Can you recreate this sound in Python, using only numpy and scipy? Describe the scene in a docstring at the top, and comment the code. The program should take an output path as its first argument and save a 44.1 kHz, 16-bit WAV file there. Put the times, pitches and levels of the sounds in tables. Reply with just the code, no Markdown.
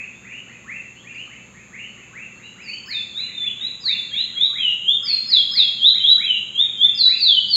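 """Caged finch in a bare room

Soft rising sweeps run all the way through; clear slurred whistles join them and grow louder.
Each note is one gliding, almost pure tone from the syrinx, echoing off the walls.
Behind the song sit softer calls from further off, light claw taps on the cage,
a thin electrical whine, mains hum and a low room rumble."""
import sys
import numpy as np
from scipy import signal
from scipy.fft import rfft, irfft
from scipy.io import wavfile
from scipy.ndimage import uniform_filter1d, minimum_filter1d

SR = 44100
rng = np.random.default_rng(int(sys.argv[2]) if len(sys.argv) > 2 else 0)


def materialize(psi):
    """Save the field psi as 16-bit PCM at rate SR to the path in sys.argv[1].

    A 1-D psi becomes a single channel; in a 2-D psi each row is a channel.
    """
    bounded = np.clip(np.atleast_2d(psi).T, -1, 1)
    quanta = np.round(bounded * 32767).astype(np.int16)
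    wavfile.write(sys.argv[1], SR, quanta)


N = 333374
T = np.arange(N) / SR
LEAD = SR // 2  # samples of pre-roll, so the room is already ringing at time zero
OPEN_S, SHUT_S = .02, .0072  # the gate opens just before a note and shuts just after it


# lead whistles: t/s, length/s, from f/Hz, to f/Hz, glide/s, relative level/dB
WHISTLES = [ (2.629, 0.17, 5050, 4500, 0.03, -32), (2.873, 0.19, 5210, 3508, 0.05, -23.5),
            (3.133, 0.12, 3420, 4012, 0.048, -21), (3.334, 0.2, 3652, 3370, 0.12, -20),
            (3.589, 0.13, 3610, 3967, 0.05, -20), (3.817, 0.2, 4990, 3526, 0.057, -18),
            (4.116, 0.14, 3254, 4040, 0.071, -15), (4.363, .126, 3266, 3915, .065, -9.5),
            (4.56, 0.2, 3397, 2730, 0.097, -16.5), (4.85, 0.11, 3087, 3613, .051, -9.5),
            (5.045, 0.16, 5140, 4225, 0.041, -13), (5.28, 0.17, 5140, 3232, .06, -7.5),
            (5.527, 0.17, 5163, 3256, 0.064, -8.5), (5.794, 0.13, 3154, 4052, 0.069, -5),
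            (6.011, 0.14, 3115, 3919, .065, -4.5), (6.228, 0.18, 3440, 2766, 0.075, -14),
            (6.553, 0.1, 3189, 3727, 0.048, -7), (6.779, 0.12, 3148, 3579, .047, -8),
            (6.962, .172, 5082, 3976, 0.039, -7), (7.181, 0.23, 4850, 2957, .102, -10.5),
            (7.492, 0.19, 4772, 3024, 0.1, -7.5)]

def whistles():
    """The lead voice: loud slurs that fall or rise and then level off."""
    rising = dict(bend=2.8, swell_s=.054, fade_s=.051)
    falling = dict(bend=1.75, swell_s=.048, fade_s=.081)
    bus = np.zeros(LEAD + N)
    for start, length_s, from_hz, to_hz, glide_s, db in WHISTLES:
        manner = rising if to_hz > from_hz else falling
        contour = slur(length_s, from_hz, to_hz, glide_s, **manner)
        tone, overtones = note(contour, db, waver=.0055, waver_hz=195.1,
                               rasp=.025, rasp_hz=1400, flutter_db=4)
        add(bus, start - OPEN_S, tone + overtones)
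    return undb(-2.5) * room(bus, WALL_ECHOES, tail_db=-2, build_s=.0027)


# articulation by kind: starting share of the top pitch, length/s, bend, swell/s, fade/s
SWEEP_KINDS = {"full": (.39, 0.13, 1.27, 0.047, 0.016), "high": (0.53, 0.13, 1.44, 0.044, .06),
               "slight": (.4, 0.13, 1.4, 0.04, .03)}
# rasp depth by kind, 0-1: the faint sweeps are the hoarsest
SWEEP_RASP = {"full": .33, "high": .33, "slight": .55}
# throat resonance that the sweeps climb through: f/Hz, gain/dB
SWEEP_THROAT = [(1150, 2), (1450, -3), (1750, -3.5), (2000, -.5), (2500, 0)]
# rising sweeps: t/s, top f/Hz, relative level/dB, kind
SWEEPS = [ (-.07, 2830, -30.5, "full"), (.216, 2928, -37.5, "slight"), (.278, 3028, -32, "high"),
          (.458, 2750, -42, "slight"), (.655, 2808, -29.5, "full"), (1.016, 2936, -38.5, "slight"),
          (1.121, 3080, -31, "high"), (1.274, 2730, -42, "slight"), (1.514, 2650, -42.5, "slight"),
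          (1.704, 2945, -37, "slight"), (1.749, 3035, -32, "high"), (1.942, 2744, -41, "slight"),
          (2.122, 2830, -30.5, "full"), (2.365, 3014, -41.5, "slight"), (2.55, 2940, -39, "slight"),
          (2.65, 3124, -30.5, "high"), (2.859, 2760, -31, "full"), (3.149, 2980, -38.5, "slight"),
          (3.244, 2684, -41.5, "slight"), (3.415, 3160, -31.5, "high"), (3.576, 2790, -41.5, "slight"),
          (3.845, 2890, -28.5, "full"), (4.112, 3067, -31, "high"), (4.319, 2665, -42, "slight"),
          (4.52, 2794, -29, "full"), (5.016, 2810, -38.5, "slight"), (5.065, 3057, -33.5, "high"),
          (5.268, 2874, -38, "slight"), (5.517, 2830, -30, "full"), (5.916, 2930, -40.5, "slight"),
          (6.166, 2857, -29, "full"), (6.57, 2680, -42.5, "slight"), (6.824, 2860, -40.5, "slight"),
          (7.055, 2844, -29.5, "full")]

def sweeps(glide_s=.051):
    """Soft, hoarse upward sweeps; the faintest arrive mostly by way of the walls."""
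    clear, faint = np.zeros((2, LEAD + N))
    for start, top_hz, db, kind in SWEEPS:
        low_share, length_s, *manner = SWEEP_KINDS[kind]
        t, pitch, shape_db = slur(length_s, low_share * top_hz, top_hz, glide_s, *manner)
        tone, _ = note((t, pitch, shape_db), db, waver=.01, waver_hz=409.3,
                       rasp=SWEEP_RASP[kind], rasp_hz=348.5, flutter_db=2.5)
        add(faint if kind == "slight" else clear, start - OPEN_S, tone * colour(pitch, SWEEP_THROAT))
    present = undb(-2.8) * room(clear, SWEEP_ECHOES, tail_db=.3, build_s=.006)
    washed = undb(-4) * room(faint, SWEEP_ECHOES, tail_db=3.5, build_s=.0098)
    return present + washed


def slur(length_s, from_hz, to_hz, glide_s, bend, swell_s, fade_s, swell_db=19, fade_db=12.5):
    """Time, pitch and level curves of a note; more bend holds the first pitch longer before the glide."""
    t = np.arange(-OPEN_S, length_s + SHUT_S, 1 / SR)
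    pitch = to_hz + (from_hz - to_hz) * np.exp(-(np.maximum(t, 0) / glide_s) ** bend)
    swell = np.clip(1 - t / swell_s, 0, 1)
    fade = np.clip(1 - (length_s - t) / fade_s, 0, 1)
    return t, pitch, -swell_db * swell - fade_db * fade


# overtones of the syrinx at full voice, ahead of the throat: harmonic number, level/dB
OVERTONES = [(2, -60), (3, -60), (4, -73.5), (5, -68)]
# EQ that throat and beak put on the overtones: f/Hz, gain/dB
THROAT = [(5600, 9.5), (6500, 3), (8000, -3.5), (10000, -7), (12500, -6.5), (15000, 5)]

def note(contour, db, waver, waver_hz, rasp, rasp_hz, flutter_db, overtone_growth=.42):
    """One wavering, slightly raspy tone of the syrinx: its fundamental and its weak overtones."""
    t, pitch, shape_db = contour
    n = len(t)
    wander = waver * walk(waver_hz, n) + .004 * walk(70, n)  # fast waver plus slower, uneven bends
    phase = 2 * np.pi * np.cumsum(pitch * (1 + wander)) / SR
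    opening = np.minimum((t - t[0]) / OPEN_S, (t[-1] - t) / SHUT_S)
    gate = np.sin(np.pi / 2 * np.clip(opening, 0, 1)) ** 2
    level_db = db + shape_db + flutter_db * walk(121.3, n)
    grit = 1 + rasp * (walk(rasp_hz, n) + 1j * walk(rasp_hz, n))
    tone = undb(level_db) * np.imag(grit * np.exp(1j * phase))
    overtones = sum(undb(d) * colour(k * pitch, THROAT) * np.sin(k * phase) for k, d in OVERTONES)
    # the throat is tuned to the fundamental, so the overtones swell far less than it does, and unevenly
    overtone_db = overtone_growth * level_db + 6.1 * walk(35, n)
    return gate * tone, gate * undb(overtone_db) * overtones


# distant calls: t/s, length/s, from f/Hz, to f/Hz, glide/s, relative level/dB
FAR_CALLS = [ (0.123, .1, 3380, 3550, 0.031, -50), (.585, .06, 1470, 1310, 0.028, -52),
             (0.938, 0.1, 2730, 3680, 0.074, -42), (2.415, 0.088, 3780, 3990, 0.035, -42.5),
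             (4.17, 0.18, 1787, 2013, .045, -47.5), (4.462, 0.082, 1060, 1170, .04, -47),
             (5.003, 0.068, 1330, 1380, 0.033, -44)]
# one faint peep: length/s, from f/Hz, to f/Hz, glide/s
PEEP = (0.065, 4400, 4320, 0.025)

def far_calls(peep_count=6, peep_period_s=.465, peep_db=-58):
    """Soft slurs and an opening row of even peeps from further off, heard mostly through the room."""
    bus = np.zeros(LEAD + N)
    peeps = [(.01 + k * peep_period_s, *PEEP, peep_db) for k in range(peep_count)]
    for start, length_s, from_hz, to_hz, glide_s, db in FAR_CALLS + peeps:
        contour = slur(length_s, from_hz, to_hz, glide_s, bend=2, swell_s=.031, fade_s=.051)
        tone, _ = note(contour, db, waver=.01, waver_hz=202, rasp=.2, rasp_hz=298, flutter_db=3)
        add(bus, start - OPEN_S, tone)
    return undb(-4) * room(bus, WALL_ECHOES, tail_db=1, build_s=.0073)


# claw hits on perch and bars: t/s, level/dB, f/Hz, ring T60/s
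CLAW_TAPS = [(.275, -52, 4400, .008), (.728, -52, 4660, .008), (1.145, -42, 4750, .012),
             (1.181, -42, 4200, .012), (1.257, -43, 4300, .01), (1.277, -36.5, 1300, .015),
             (2.468, -42, 4370, .008), (2.565, -50.5, 4700, .008), (6.78, -40.5, 5180, .008),
             (6.865, -40.5, 4770, .01)]

def claw_taps(scratch_rad=.32, contact_s=.0008):
    """Claws knock and scratch the perch and the bars, which ring very briefly."""
    bus, t = np.zeros(LEAD + N), T[:SR // 10]
    attack = 1 - np.exp(-(t / contact_s) ** 2)
    for start, db, hz, t60 in CLAW_TAPS:
        ring = np.sin(2 * np.pi * hz * t + scratch_rad * walk(hz / 2, len(t)))
        add(bus, start, undb(db - 60 * t / t60) * attack * ring)
    return room(bus, WALL_ECHOES, tail_db=-.5, build_s=.006)


# tone colour of the whine: f/Hz, relative level/dB
WHINE_COLOUR = [(5900, -105), (6090, -86), (6250, -70), (6410, -74), (6570, -65.5), (6890, -65),
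                (7050, -70.5), (7210, -84.5), (7370, -65.5), (7530, -74.5), (7700, -97)]
# drift of one whine line, which the whole comb follows: t/s, f/Hz
WHINE_DRIFT = [(0.1, 6570), (1.22, 6575), (4.08, 6571), (6.85, 6568), (7.4, 6580)]

def electrical_whine(line_hz=6572, rate_hz=159.83, chirp_s=.004, jitter_rad=.51):
    """A tiny, unsteady falling chirp repeats fast enough to give a comb of drifting lines."""
    lines_hz = line_hz + rate_hz * np.arange(-4, 8)
    clock = np.cumsum(np.interp(T, *np.transpose(WHINE_DRIFT)) / line_hz) / SR
    lag_s = chirp_s * (lines_hz[-1] - lines_hz) / np.ptp(lines_hz)  # higher lines arrive earlier
    phases = -2 * np.pi * rate_hz * np.cumsum(lag_s)
    slip = jitter_rad * walk(400, N)
    comb = sum(colour(hz, WHINE_COLOUR) * np.sin(2 * np.pi * hz * clock + phase + slip)
               for hz, phase in zip(lines_hz, phases))
    flicker = 1 + .15 * walk(370, N)
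    return np.sqrt(2) * undb(3.5) * comb * flicker


# mains and fan lines: f/Hz, RMS level/dB
HUM = [(59.2, -67), (118.4, -58.5), (193.8, -62.5), (360.7, -66.5), (387.6, -70.5), (506.0, -67.5)]

def hum(drift_rad=1.0):
    """Mains and fan hum: low tones, each wavering on its own."""
    lines = sum(undb(db) * np.sin(2 * np.pi * hz * T + drift_rad * walk(6.7, N)) for hz, db in HUM)
    return np.sqrt(2) * lines


# EQ of the room tone: f/Hz, relative level/dB
RUMBLE = [(25, -51.5), (42, -30), (55, -15), (72, -9), (105, -7), (220, -0.5), (310, -10.5), (500, -13.5),
          (750, -17.5), (1400, -17), (3300, -20.5), (4400, -29.5), (5600, -36), (9000, -46), (15000, -49.5)]

def rumble(rms_db=-50):
    """The bed: steady room noise, weighted to the low end."""
    eq = colour(np.fft.rfftfreq(N, 1 / SR), RUMBLE)
    noise = irfft(rfft(rng.standard_normal(N)) * eq, N)
    return undb(rms_db) * noise / noise.std()


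# early wall reflections for whistles, far calls and taps: delay/s, gain/dB
WALL_ECHOES = [(.0043, -13), (0.0122, -5)]
# later wall reflections for the sweeps: delay/s, gain/dB
SWEEP_ECHOES = [(.018, -13), (.038, -6)]

def room(bus, echoes, tail_db, build_s, t60_s=.76):
    """Direct sound, a few wall reflections, then a diffuse tail that builds up and dies away."""
    t = T[:SR]
    tail = rng.standard_normal(SR) * undb(-60 * t / t60_s) * (1 - np.exp(-t / build_s))
    response = tail * undb(tail_db) / np.linalg.norm(tail)
    response[0] += 1
    for delay_s, db in echoes:
        response[int(delay_s * SR)] += undb(db)
    return signal.fftconvolve(bus, response)[LEAD:LEAD + N]


def undb(db):
    """Decibels to gain."""
    return 10 ** (np.asarray(db) / 20)


def colour(hz, points):
    """Gain at the given frequencies of an EQ curve drawn as f/Hz, gain/dB."""
    f, db = np.transpose(points)
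    return undb(np.interp(np.log(np.maximum(hz, 1)), np.log(f), db))


def walk(rate_hz, size):
    """Smooth random modulation with a spread near 1."""
    hold = max(int(SR / rate_hz), 1)
    steps = np.repeat(rng.standard_normal(size // hold + 1), hold)
    return 1.133 * uniform_filter1d(uniform_filter1d(steps, hold), hold)[:size]


def add(bus, start_s, sound):
    """Mix a sound into a bus that begins LEAD samples before time zero."""
    i = max(int(start_s * SR) + LEAD, 0)
    part = sound[:max(len(bus) - i, 0)]
    bus[i:i + len(part)] += part


def scene():
    """Mono mix: the song over the quiet room."""
    song = whistles() + sweeps()
    return (song + claw_taps() + electrical_whine() + rumble() + hum() + far_calls())[None]


def record(dry, ceiling=.84, top_hz=15700):
    """The phone's limiter eases the gain down on the loudest peaks; a steep low-pass cuts the top."""
    needed_gain = ceiling / np.maximum(abs(dry), ceiling)
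    held_gain = minimum_filter1d(needed_gain, size=600)
    gain = uniform_filter1d(uniform_filter1d(held_gain, size=300), size=300)
    lowpass = signal.ellip(8, .2, 70, top_hz, fs=SR, output="sos")
    return signal.sosfilt(lowpass, gain * dry)


dry = scene()
out = record(dry)
materialize(out)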